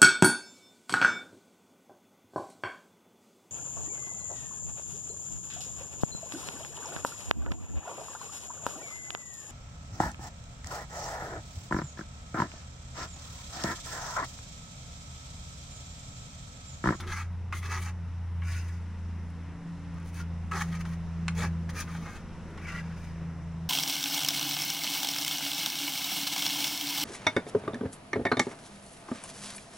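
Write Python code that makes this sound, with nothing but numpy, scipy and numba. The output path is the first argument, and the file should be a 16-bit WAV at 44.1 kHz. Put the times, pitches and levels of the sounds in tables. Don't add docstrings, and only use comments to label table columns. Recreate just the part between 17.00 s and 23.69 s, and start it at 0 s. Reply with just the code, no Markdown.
import sys
import numpy as np
from scipy import signal
from scipy.fft import rfft, irfft, next_fast_len
from scipy.io import wavfile
from scipy.ndimage import uniform_filter1d
from numba import njit

SR = 44100
rng = np.random.default_rng(int(sys.argv[2]) if len(sys.argv) > 2 else 0)


def transcribe(u):
    v = np.clip(np.atleast_2d(u).T, -1, 1)
    q = np.round(v * 32767).astype(np.int16)
    wavfile.write(sys.argv[1], SR, q)


def linear_from_db(decibels):
    return 10 ** (np.asarray(decibels, float) / 20)


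N = 295029
T = np.arange(N) / SR

# from t/s, to t/s
HAWK_TIMES = [
    (1.2, 2.0),
    (5.4, 6.4),
]


def unit(x):
    return x / np.sqrt(np.mean(x ** 2))


def colour(x, table):
    hz, db = np.transpose(table)
    pad = 4096
    before = 2 * x[..., :1] - x[..., pad:0:-1]
    after = 2 * x[..., -1:] - x[..., -2:-pad - 2:-1]
    padded = np.concatenate([before, x, after], axis=-1)
    size = next_fast_len(N + 2 * pad)
    f = np.arange(size // 2 + 1) * SR / size + 1
    gain = linear_from_db(np.interp(np.log(f), np.log(hz), db))
    return irfft(rfft(padded, size) * gain, size)[..., pad:pad + N]


def band(x, lo_hz, hi_hz):
    return signal.sosfilt(signal.butter(3, [lo_hz, hi_hz], "band", fs=SR, output="sos"), x)


def walk(rate):
    k = int(SR / rate)
    held = np.repeat(rng.standard_normal(N // k + 1), k)
    return 1.4 * uniform_filter1d(uniform_filter1d(held, k), k)[:N]


@njit
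def svf(x, hz, width):
    y, b, l = np.empty(len(x)), 0., 0.
    for i in range(len(x)):
        g, k = np.tan(np.pi * hz[i] / SR), width / hz[i]
        v = (b + g * (x[i] - l)) / (1 + g * (g + k))
        b, l, y[i] = 2 * v - b, l + 2 * g * v, k * v
    return y


def grit(spread_db, judder_db):
    sizes = linear_from_db(np.minimum(spread_db * rng.exponential(size=N), 24))
    judder = linear_from_db(judder_db * walk(60) + .5 * judder_db * walk(200))
    return unit(rng.standard_normal(N) * sizes * judder)


def stroke(start, length, db, share, steep_db, rise_curve, fall_curve, tip_db):
    span = slice(max(int(start * SR), 0), int((start + 1.3 * length) * SR))
    u = (T[span] - start) / length
    rise_db = 18 * np.maximum(1 - u / share, 0) ** rise_curve
    fall_db = 23.5 * np.maximum((u - share) / (1 - share), 0) ** fall_curve
    push_db = db - rise_db - fall_db
    on_hawk = any(a < start < b for a, b in HAWK_TIMES)
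    tilt_db = 1.17 * steep_db + 5 * on_hawk + 0 * u
    edge_db = steep_db + tip_db * u
    hiss_db = -7.5 + 1.2 * edge_db
    fine_db = -16.5 + 2.07 * edge_db - 7 * u
    bands_db = np.array([-3 - tilt_db / 2, -4 + tilt_db / 2, hiss_db, fine_db])
    return span, linear_from_db(2 * (push_db + bands_db))


def hand():
    # start t/s, length/s, peak level/dB, share of length before the peak, steepness/dB
    wall_sweeps = [(0.019, 0.041, -45, 0.39, -4.5), (0.055, 0.21, -37, 0.41, -0.5),
                   (0.614, 0.083, -42, 0.4, 1), (0.675, 0.15, -36, 0.34, -0.5), (0.772, 0.11, -49, 0.54, 7),
                   (.82, .1, -43, 0.56, 0), (2.918, .14, -55, 0.49, -3), (3.04, 0.084, -61.5, .4, 7.5),
                   (3.122, 0.12, -51.5, 0.51, 6), (3.635, 0.17, -51, 0.58, 2.5),
                   (3.775, 0.075, -55, .4, -1), (3.86, 0.11, -52.5, .55, 3),
                   (4.348, .095, -39.5, 0.44, 2.5), (4.385, 0.11, -38, 0.43, 0.5),
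                   (4.733, 0.11, -39.5, 0.61, 3), (4.83, .1, -56, .5, 3), (4.89, 0.12, -48.5, 0.36, 2.5),
                   (4.97, 0.11, -59, .5, 5), (5.009, 0.12, -46, .5, -1.5), (5.075, 0.16, -49.5, 0.34, 1)]
    # start t/s, length/s, peak level/dB, share of length before the peak, steepness/dB
    hawk_sweeps = [
        (1.413, .14, -47.5, 0.48, -1),
        (1.442, .19, -48, 0.55, 4.5),
        (1.522, 0.32, -57, 0.28, 4),
        (5.594, 0.18, -43.5, 0.66, -2.5),
        (5.691, 0.14, -46, 0.59, -1.5),
        (5.8, 0.23, -57.5, 0.31, -2.5),
        (5.92, 0.24, -58.5, 0.47, 3.5),
    ]
    # start t/s, length/s, peak level/dB, steepness/dB
    catches = [
        (-.005, 0.026, -39, 4),
        (0.524, 0.084, -46.5, 9),
        (3.512, 0.14, -35, 3.5),
        (3.848, 0.04, -49.5, 4),
        (4.69, 0.022, -46, 7.5),
        (4.875, 0.046, -53.5, -4),
        (5.581, .035, -57, 2),
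    ]
    # start t/s, length/s, peak level/dB, steepness/dB
    slips = [
        (3.169, .055, -48, -5),
        (3.604, .032, -28, 0),
        (3.717, 0.063, -39, -1),
        (3.789, 0.042, -44, 3),
        (4.428, 0.038, -35, -7),
        (4.781, .048, -39.5, 8),
        (4.924, .055, -48, -13),
        (5.057, .04, -46, -7),
    ]
    rise, fall, slip = 2.17, 3.4, 1.23
    rows = [(*row, rise, fall, 0) for row in wall_sweeps + hawk_sweeps]
    for s, length, db, steep_db in catches:
        rows.append((s, length, db, .023, steep_db - 9, rise, fall, 13.5))
    for s, length, db, steep_db in slips:
        rows.append((s, length, db, .53, steep_db, slip, slip, 0))
    power = np.zeros((4, N))
    for row in rows:
        span, gain = stroke(*row)
        power[:, span] += gain
    return np.sqrt(np.abs(uniform_filter1d(power, size=100)))


def slow_level(x):
    return np.sqrt(uniform_filter1d(uniform_filter1d(x ** 2, size=1800), size=1800) + 1e-12)


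def steady(x, lo_hz, hi_hz):
    y = band(x, lo_hz, hi_hz)
    return y / slow_level(y)


def patchy(x):
    hiss = 0
    for lo_hz, hi_hz in ((3000, 4500), (4500, 6600), (6600, 8200)):
        hiss = hiss + band(x, lo_hz, hi_hz) * linear_from_db(1.4 * walk(45))
    return hiss / slow_level(band(x, 3000, 8200))


def bending_blade(sand, modes, drift):
    out = 0
    for hz, width, db in modes:
        gain = linear_from_db(db + 4.2 * walk(22)) / np.sqrt(width)
        out = out + gain * svf(sand, hz * (1 + drift * walk(5)), float(width))
    return unit(out)


def scrape():
    # f/Hz, width/Hz, level/dB
    pressed_modes = [(870, 28, -2), (1154, 71, -3.5), (1255, 35, 3), (1546, 21, -30), (1625, 84, 4.5),
                     (1919, 74, 4), (2120, 37, -12), (2273, 53, 7.5), (2505, 14, 5), (3160, 200, -1),
                     (3440, 140, -20), (5650, 97, -38.5)]
    # f/Hz, width/Hz, level/dB
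    free_modes = [(1140, 12, -0.5), (1378, 29, -8), (1477, 66, 2), (1660, 40, -1), (1915, 49, -8),
                  (2003, 13, -9.5), (2315, 65, -2.5), (2512, 22, -8.5), (2732, 22, -8), (3560, 19, -12.5),
                  (4930, 350, -12), (5850, 860, -21)]
    # f/Hz, level/dB per Hz
    edge_tone = [(500, -36), (850, -14.5), (1300, -10), (2200, -2), (2900, -11.5), (4300, -19.5),
                 (6200, -12.5), (8800, -26), (10600, -20.5), (12800, -26), (14600, -27.5)]
    low, upper, hiss, fine = hand()
    on_hawk = sum((T > a) & (T < b) for a, b in HAWK_TIMES)
    sand = grit(spread_db=2.5, judder_db=2.0)
    on_wall_ring = bending_blade(sand, pressed_modes, drift=.03)
    on_hawk_ring = bending_blade(sand, free_modes, drift=.012)
    edge = unit(colour(sand, edge_tone)) * linear_from_db(-4.0)
    steel = edge + np.where(on_hawk, linear_from_db(6.0) * on_hawk_ring, on_wall_ring)
    body = steady(steel, 726, 1500) * low + steady(steel, 1730, 3340) * upper
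    return body + patchy(steel) * hiss + steady(steel, 8900, 15700) * fine


def booms():
    # start t/s, length/s, f/Hz, level/dB
    pushes = [(.0, .12, 358, -49), (.52, 0.08, 337, -55), (.55, 0.052, 2080, -48.5), (0.64, 0.18, 371, -52),
              (3.18, 0.057, 1400, -50), (3.517, 0.081, 380, -48.5), (3.519, 0.064, 310.5, -50),
              (4.364, 0.085, 453, -48), (4.366, 0.11, 376, -55), (4.373, .11, 100, -39),
              (4.38, .1, 55, -41), (5.45, .15, 400, -55), (5.52, 0.123, 329, -54), (5.614, 0.11, 2290, -49),
              (5.672, .04, 2040, -42), (5.699, 0.12, 2755, -56), (5.718, 0.073, 1399, -46),
              (5.743, .062, 1960, -42)]
    out, shake = 0, rng.standard_normal(N)
    for s, length, hz, db in pushes:
        push = np.sin(np.pi * np.clip((T - s) / length, 0, 1)) ** 0.36
        out = out + linear_from_db(db) * push * unit(svf(shake, hz + 0 * T, 22 + hz / 90))
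    return out


def carry(order, under_db):
    # middle t/s, length/s, order in thirds of the firing tone, level/dB
    swells = [(.3, 0.22, 6, -51.5), (1.29, 0.79, 6, -49), (1.76, 0.11, 6, -44), (2.204, 0.71, 6, -47.5),
              (2.664, 0.36, 6, -41), (3.114, 0.82, 6, -40.5), (3.79, 0.85, 6, -35), (4.34, 0.61, 6, -33.5),
              (4.594, .45, 6, -36.5), (4.932, 0.41, 6, -39.5), (5.34, .3, 6, -45), (5.825, 0.59, 6, -41.5),
              (6.263, 0.63, 6, -38.5), (6.615, 0.48, 6, -38), (.9, 2.3, 4, -52), (1.543, .7, 4, -56),
              (4.2, 0.55, 4, -54.5), (5.4, 1.1, 4, -63), (2.05, 0.73, 7, -48.5), (3.603, 1.2, 7, -53),
              (4.45, 0.84, 7, -50), (5.7, 1.5, 7, -54.5), (2.25, 1.2, 8, -55.5), (3.3, 1.1, 8, -58),
              (5.1, 2.2, 8, -52.5), (6.003, 0.79, 8, -61), (2.762, 1.36, 10, -52.5), (4.902, .6, 10, -58),
              (6.303, 1.1, 10, -63)]
    power = linear_from_db(2 * under_db) + 0 * T
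    for middle, length, thirds, db in swells:
        if round(thirds) == order:
            power += linear_from_db(2 * db) * np.cos(np.pi * np.clip((T - middle) / length, -.5, .5)) ** 2
    return np.sqrt(power)


def engine():
    # t/s, level/dB
    firing_level = [(0, -39.5), (.32, -35), (.48, -36.5), (.8, -34), (1.12, -36.5), (1.46, -30),
                    (1.9, -38.5), (2.1, -35), (2.54, -43), (2.65, -59), (2.78, -44), (3.36, -35),
                    (3.55, -39), (4.05, -40), (4.48, -32.5), (5.2, -49.5), (5.75, -43.5), (6.69, -41.5)]
    hz = 80.6 + 6.3 * np.exp(-T / 5.5) + 1.6 * np.exp(-T / .15)
    turn = 2 * np.pi * np.cumsum(hz) / SR
    firing_db = np.interp(T, *np.transpose(firing_level))
    out = linear_from_db(firing_db + .4 * walk(18)) * np.sin(turn)
    octave_gain = carry(order=6, under_db=-58) * linear_from_db(1.0 * walk(14))
    out += octave_gain * np.sin(2 * turn + .15 * walk(10))
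    skirt = svf(svf(rng.standard_normal(N), 2 * hz, 26.), 2 * hz, 26.)
    out += linear_from_db(-53 - .8 * T + walk(3)) * unit(skirt)
    out += linear_from_db(-60 + 3.0 * walk(2)) * np.sin(5 * turn / 3)
    for order in (4, 7, 8, 10):
        gain = carry(order, under_db=-69.5) * linear_from_db(-1.5 + 0.85 * walk(3.6))
        out += gain * np.sin(order * turn / 3)
    return np.sqrt(2) * out


def site():
    # f/Hz, level/dB per Hz
    site_tone = [(25, -32.5), (110, -10.5), (220, -14.5), (394, -22), (650, -22.5), (911, -19),
                 (2000, -24.5), (3300, -33), (4370, -38.5), (5570, -35), (8500, -46), (11000, -44.5),
                 (12600, -73), (15000, -70)]
    # t/s, level/dB, low-mid level/dB
    murmur = [(0.0, -53.5, -44), (0.2, -61, -50), (5.65, -57, -41.5), (6.69, -59.5, -45)]
    s, mid_db, low_db = np.transpose(murmur)
    air = colour(rng.standard_normal(N), site_tone)
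    air /= np.std(band(air, 475, 4700))
    out = 0
    for hz in 30 * 2 ** np.arange(0, 9.2, .5):
        level_db = np.interp(T, s, mid_db if hz > 650 else low_db - 8.5)
        flicker_db = 0.13 * walk(0.28) + 1.1 * walk(11)
        out = out + linear_from_db(level_db + flicker_db) * svf(air, hz + 0 * T, hz / 3)
    return out


def wind():
    # t/s, level/dB
    gusts = [
        (0.0, -46),
        (.7, -52),
        (2.6, -51.5),
        (4.1, -48),
        (5, -49.5),
        (6.3, -50),
        (6.69, -53),
    ]
    own = band(rng.standard_normal((2, N)), 16, 63)
    shared = 1.13 * band(rng.standard_normal(N), 13.6, 49.5)
    return unit(own + shared) * linear_from_db(np.interp(T, *np.transpose(gusts)) + 0.5)


def taps():
    # t/s, peak level/dB, brightness/dB, ring time to fall 60 dB/s
    landings = [
        (0.525, -25, -23, 0.082),
        (0.628, -34.5, -22, 0.057),
        (1.419, -36.5, -32, 0.078),
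        (3.515, -33, -23, 0.023),
        (3.808, -40, -25, 0.043),
        (3.853, -37, -12.5, 0.036),
        (4.281, -19.5, -11, 0.039),
        (4.692, -39.5, -15, 0.086),
        (4.876, -38, -28, 0.047),
        (5.576, -37.5, -20, 0.057),
    ]
    # f/Hz, level/dB, ring time/s (not used here)
    knock_modes = [(1240, -6.5, 0.043), (1510, -2, 0.13), (1720, -10.5, 0.06), (1930, -7, 0.038),
                   (2054, -1, 0.036), (2630, -8.5, 0.059)]
    out, t = np.zeros(N + SR), np.arange(SR // 8) / SR
    chance = rng.standard_normal((len(landings), len(t)))
    detune = rng.standard_normal((len(landings), len(knock_modes)))
    for (s, db, bright_db, t60), contact, drift in zip(landings, chance, detune):
        fade = np.exp(-np.log(1000) * t / (t60 + 0.0055))
        ring = 0
        for (hz, mode_db, _), d in zip(knock_modes, drift):
            tone = np.sin(2 * np.pi * hz * (1 + 0.056 * d) * t)
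            ring = ring + linear_from_db(mode_db) * tone * fade ** (hz / 500)
        thud = band(np.convolve(contact * fade ** 0.88, ring)[:len(t)], 830, 4600)
        crack = band(contact * fade ** 3.4, 2000, 7500)
        knock = thud / np.abs(thud).max() + linear_from_db(bright_db + 9.0) * crack / np.abs(crack).max()
        i = int(s * SR)
        out[i:i + len(t)] += linear_from_db(db) * knock
    return out[:N]


def ticks():
    # t/s, peak level/dB
    cracks = [
        (2.3039, -55),
        (2.9429, -53.5),
        (3.0018, -55),
        (3.0294, -56),
        (3.0621, -53),
        (3.1325, -62),
        (3.1445, -46),
        (5.505, -56),
    ]
    out = np.zeros(N)
    for s, db in cracks:
        out[int(s * SR)] = linear_from_db(db + 16.0)
    return band(out, 5000, 11880)


def scene():
    # f/Hz, side minus mid level/dB
    port_difference = [(60, -81), (200, -32.5), (700, -14), (1290, -23), (2380, -13), (4400, -7),
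                       (8120, -0.5), (15000, -2.5)]
    work = scrape() + booms() + taps() + ticks()
    t = np.arange(SR // 8) / SR
    echo = unit(rng.standard_normal(len(t))) * np.exp(-np.log(1000) * t / 0.17) * (t > .004)
    mid = work + linear_from_db(-40) * signal.fftconvolve(work, echo)[:N] + engine() + site()
    scatter = rng.standard_normal(len(t)) * np.exp(-t / .012)
    scattered = signal.fftconvolve(mid, scatter / np.linalg.norm(scatter))[:N]
    side = colour(scattered, port_difference)
    side += linear_from_db(-11) * colour(mid, [(5500, -30), (7500, 0), (12000, 0), (15000, -6)])
    return np.array([mid + side, mid - side]) + wind()


def low_pass(x):
    return signal.sosfilt(signal.butter(12, 17090, fs=SR, output="sos"), x)


def record(dry):
    x = colour(dry, [(11300, 0), (12000, -9), (12900, -14), (13900, -4), (14600, 0)])
    x = signal.sosfilt(signal.ellip(8, .2, 70, 15800, fs=SR, output="sos"), x)
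    x = x * np.minimum((N - np.arange(N)) / 180, 1)
    return low_pass(x)


dry = scene()
out = record(dry)
transcribe(out)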